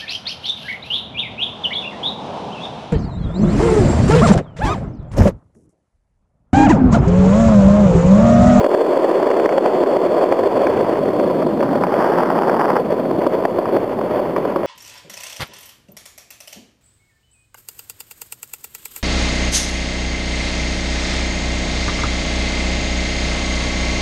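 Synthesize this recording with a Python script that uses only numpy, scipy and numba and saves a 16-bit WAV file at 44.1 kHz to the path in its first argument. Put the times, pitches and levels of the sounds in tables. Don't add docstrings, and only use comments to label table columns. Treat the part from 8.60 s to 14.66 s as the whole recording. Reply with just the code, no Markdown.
import sys
import numpy as np
from scipy import signal
from scipy.fft import rfft, irfft, next_fast_len
from scipy.io import wavfile
from scipy.ndimage import uniform_filter1d, map_coordinates
from numba import njit

SR = 44100
rng = np.random.default_rng(int(sys.argv[2]) if len(sys.argv) > 2 else 0)


def convert_level_to_amplitude(level_db):
    exponent = np.asarray(level_db, float) / 20
    return 10 ** exponent


def unload_audio(sound):
    columns = np.transpose(np.atleast_2d(sound))
    steps = np.round(np.clip(columns, -1, 1) * 32767)
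    wavfile.write(sys.argv[1], SR, steps.astype(np.int16))


N = 267246


def unit(x):
    return x / np.sqrt(np.mean(x ** 2) + 1e-20)


def filtered(x, response):
    m = next_fast_len(N + 8192)
    spectrum = rfft(x, m) * response(np.fft.rfftfreq(m, 1 / SR))
    return irfft(spectrum, m)[:N]


def colour(points):
    def response(hz):
        f, db = np.transpose(points)
        log_gain = np.log(convert_level_to_amplitude(np.interp(np.log(hz + 1), np.log(f), db)))
        cepstrum = irfft(log_gain)
        cepstrum[1:len(hz) - 1] *= 2
        cepstrum[len(hz):] = 0
        return np.exp(rfft(cepstrum))
    return response


def resonances(modes):
    def response(f):
        return sum((-1) ** k * convert_level_to_amplitude(db) * 1j * f * width / (centre * centre - f * f + 1j * f * width)
                   for k, (centre, width, db) in enumerate(modes))
    return response


def wobble(rate):
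    knots = rng.standard_normal(N // 100)
    return map_coordinates(knots, [np.arange(N) * rate / SR])


def bumps(per_s, spread_db):
    chance, size, sign = rng.random((3, N))
    height = convert_level_to_amplitude(-spread_db * np.log(size + 0.011))
    return (chance < per_s / SR) * height * np.sign(sign - 0.5)


def curves(rows):
    s, *columns = np.transpose(rows)
    return [np.interp(np.arange(N) / SR, s, column) for column in columns]


# time_s, level_db
BREEZE_LEVEL = [(0.0, -60), (0.93, -56), (2.14, -38), (3.8, -44.5), (5.25, -38.5), (6.06, -46.5)]
# pitch_hz, level_db
WIND_TONE = [(10, -24), (30, -18), (80, -1), (130, 3), (250, -59)]


def wind():
    lumps = rng.standard_normal(N) * convert_level_to_amplitude(1.0 * wobble(7))
    return convert_level_to_amplitude(curves(BREEZE_LEVEL)[0]) * unit(filtered(lumps, colour(WIND_TONE)))


# time_s, level_db of the rattle
ROUGH_STRETCH = [(2.95, -62), (3.02, -33), (3.2, -26.5), (3.4, -16), (3.7, -18.5), (3.95, -15),
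                 (4.19, -16.5), (4.215, -59)]
# pitch_hz, level_db
RATTLE_TONE = [(300, -28.5), (600, -3), (850, 0.5), (1300, -7.5), (1900, -17), (2600, -36), (5000, -71)]


def granite():
    jolts = bumps(per_s=2500, spread_db=6) * convert_level_to_amplitude(2.4 * wobble(55))
    return convert_level_to_amplitude(curves(ROUGH_STRETCH)[0]) * unit(filtered(jolts, colour(RATTLE_TONE)))


# start_s (the wheels reach it), hum_db of the deck, rumble_db, grit_db
PAVING_STRETCHES = [(0.0, -13.5, -30.5, -27.5), (0.5, -13, -29.5, -26), (1.1, -13.5, -29, -27.5),
                    (1.9, -14, -26, -26.5), (2.38, -18.5, -21.5, -32.5), (2.87, -20.5, -21.5, -36.5),
                    (3.3, -16, -21.5, -29), (3.75, -16, -21, -34.5), (4.21, -19.5, -23, -32.5),
                    (4.6, -19, -27.5, -32), (5.2, -21, -28, -32), (5.65, -22, -28, -31.5)]


def paving():
    s, *levels = np.transpose(PAVING_STRETCHES)
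    stretch = np.maximum(np.searchsorted(s, np.arange(N) / SR, side="right") - 1, 0)
    crossing_s = 0.027
    return [uniform_filter1d(db[stretch], round(crossing_s * SR)) for db in levels]


# pitch_hz, width_hz, level_db
DECK_MODES = [(364, 96.5, -1.5), (537.7, 95, 0), (614.7, 82.7, -0.5), (774, 104, -9), (993, 106, -10.5)]


def through_deck(x):
    return filtered(x, resonances(DECK_MODES))


def chips(count):
    s = rng.random(count) * (N - 1) / SR
    ring_scatter_db, thud_scatter_db = 2 * rng.standard_normal((count, 2)).T
    over_grit_db, thud_over_ring_db, blow_hz = 12.5, 21.5, 640
    db = paving()[2][(s * SR).astype(int)] + over_grit_db
    ring_db = db + ring_scatter_db
    thud_db = db + thud_over_ring_db + thud_scatter_db
    return list(zip(s, ring_db, thud_db, np.full(count, blow_hz)))


# pitch_hz, level_db, t60_s
TRUCK_MODES = [(688, -1, 0.034), (801, 6.5, 0.025), (968, 2.5, 0.03), (1093, 4, 0.019), (1590, -21, 0.021),
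               (2370, -2, 0.054)]


def truck_ring(t, blow_hz, luck):
    favour_db_per_octave = 25.5
    ring = np.zeros(len(t))
    for (hz, level_db, t60), chance in zip(TRUCK_MODES, luck):
        start_db = level_db + 2 * chance - favour_db_per_octave * abs(np.log2(hz / blow_hz))
        ring += convert_level_to_amplitude(start_db - 60 * t / t60) * np.sin(2 * np.pi * hz * t)
    return ring * (1 - np.exp(-t / 0.00093))


# start_s, ring_db, thud_db (push before the deck), blow_hz (pitch the blow favours)
SLAB_JOINTS = [(0.043, -8, 15, 659), (0.062, -4, 17.5, 641), (0.145, -11, 17, 615), (0.369, -14, 10, 600),
               (0.628, -8, 9.5, 638), (0.67, -7, 11.5, 636), (0.713, -1.5, 11, 630),
               (0.739, -10.5, 10, 622), (0.797, -7, 2, 616), (0.858, -3.5, 12, 640), (0.891, -2, 7, 634),
               (0.924, -6.5, 9, 603), (0.98, -3.5, -2, 595), (0.993, -18.5, 0.5, 649),
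               (1.06, -3, 12.5, 705), (1.543, -21, 9, 600), (1.723, -1.5, 15.5, 619), (1.835, -13, 10, 603),
               (2.068, -4.5, 8.5, 603), (2.597, -12, 9.5, 600), (2.865, -28, 10, 630),
               (3.006, -8.5, 10, 600), (3.028, -10, -1, 935), (3.129, -13, 7.5, 600), (3.154, -10, 7, 732),
               (3.209, -19, 1, 590), (3.237, -5.5, 8, 899), (3.268, -7.5, 7, 700), (3.341, -10, -9, 686),
               (3.77, -11, 2, 824), (3.833, -4, 2, 740), (3.896, -9, 6, 840), (4.037, -9, 1, 816),
               (4.103, -6.5, -1, 1020), (4.171, -11, -6, 730), (4.246, -20, -36, 600),
               (4.666, -8.5, 14.5, 880), (4.852, -1, 10, 688), (4.985, -18, 12, 627), (5.056, -10, -1, 910),
               (5.086, -21.5, 4, 740), (5.166, -11, 11, 705), (5.389, -16, 2, 877), (5.412, -15.5, 3, 1050),
               (5.592, -25, 9, 622), (5.763, -6.5, 0, 1105), (5.851, -18, 11.5, 630),
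               (5.96, -14, 8.5, 1093)]


def joints():
    rings, clicks, thuds = np.zeros((3, N + SR))
    t = np.arange(SR // 20) / SR
    push = np.sin(np.pi * np.minimum(t / 0.0005, 1))
    click_db = -8
    knocks = chips(count=70) + SLAB_JOINTS
    jolts = rng.standard_normal((len(knocks), SR // 20))
    for (s, ring_db, thud_db, blow_hz), jolt in zip(knocks, jolts):
        at = round(s * SR)
        rings[at:][:len(t)] += convert_level_to_amplitude(ring_db) * truck_ring(t, blow_hz, jolt[::-1])
        clicks[at:][:len(t)] += convert_level_to_amplitude(ring_db + click_db) * jolt * convert_level_to_amplitude(-60 * t / 0.02)
        thuds[at:][:len(t)] += convert_level_to_amplitude(thud_db) * push
        bounce = at + round((0.003335 + 0.00068 * jolt[0]) * SR)
        thuds[bounce:][:len(t)] += convert_level_to_amplitude(thud_db - 5) * push
    soft = colour([(600, -30.0), (1500, 9.5), (2400, 1.5), (3500, -19.0), (8000, -49)])
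    thud = filtered(through_deck(thuds[:N]), resonances([(540, 1350, 0)]))
    return rings[:N] + filtered(clicks[:N], soft) + thud


# pitch_hz, level_db
RUMBLE_TONE = [(30, -57), (90, -28.5), (160, -5), (260, 0), (360, -4), (650, -64.5)]
# pitch_hz, level_db
GRIT_TONE = [(300, -37), (700, -1), (1000, -1.5), (1400, -11), (2000, -15.5), (2800, -24), (3600, -27.5),
             (6000, -28), (16000, -91)]


def rolling():
    hum_db, rumble_db, grit_db = paving()
    flutter_db = 0.65 * wobble(12) + 1.25 * wobble(40)
    grain = unit(bumps(per_s=200, spread_db=3.0))
    fine = rng.standard_normal((3, N))
    deck = through_deck(0.82 * grain + fine[0])
    hum = unit(filtered(deck, resonances([(496, 545, 0)])))
    grit = unit(filtered(0.34 * grain + fine[1] * convert_level_to_amplitude(1.54 * flutter_db), colour(GRIT_TONE)))
    rumble = unit(filtered(fine[2] * convert_level_to_amplitude(0.96 * wobble(9)), colour(RUMBLE_TONE)))
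    return convert_level_to_amplitude(hum_db + flutter_db) * hum + convert_level_to_amplitude(grit_db) * grit + convert_level_to_amplitude(rumble_db) * rumble


def scene():
    return (rolling() + granite() + joints() + wind())[None]


@njit
def held(over, fall):
    out = np.zeros_like(over)
    for i in range(1, len(over)):
        out[i] = max(over[i], out[i - 1] * fall)
    return out


def duck(x):
    over_db = np.maximum(20 * np.log10(np.abs(x) / 0.5 + 1e-9), 0)
    fall = np.exp(-1 / (0.038 * SR))
    duck_db = uniform_filter1d(held(over_db, fall), round(0.0045 * SR))
    late = round(0.004 * SR)
    return x * convert_level_to_amplitude(-1.2 * np.pad(duck_db, (late, 0))[:N])


# pitch_hz, level_db
CAMERA_BAND = [(25, -5.5), (120, 0.5), (3100, 0.5), (3500, -3), (3900, -12.5), (16000, -68)]


def camera_band(x):
    return filtered(x, colour(CAMERA_BAND))


def clock_slip(x):
    camera_rate = 48000
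    clock = np.arange(N) * camera_rate / SR
    apart = np.linspace(0.16, 0.27, N)
    slip = (clock % 1 + 0.72 * ((clock + apart) % 1)) * SR / camera_rate
    return map_coordinates(x, [np.arange(N) - 1.12 * slip], mode="nearest")


def band_limit(x):
    return signal.sosfilt(signal.butter(12, 15900, fs=SR, output="sos"), x)


def record(dry):
    x = duck(dry[0])
    x = x / (1 + np.abs(x / 0.7) ** 5) ** (1 / 5)
    x = clock_slip(camera_band(x))
    x = x + convert_level_to_amplitude(-58) * rng.standard_normal(N)
    top_hz, db_per_hz = 15250, 0.05
    x = filtered(x, lambda hz: convert_level_to_amplitude(np.minimum(top_hz - hz, 0) * db_per_hz))
    return band_limit(x[None] - 0.0027)


dry = scene()
out = record(dry)
unload_audio(out)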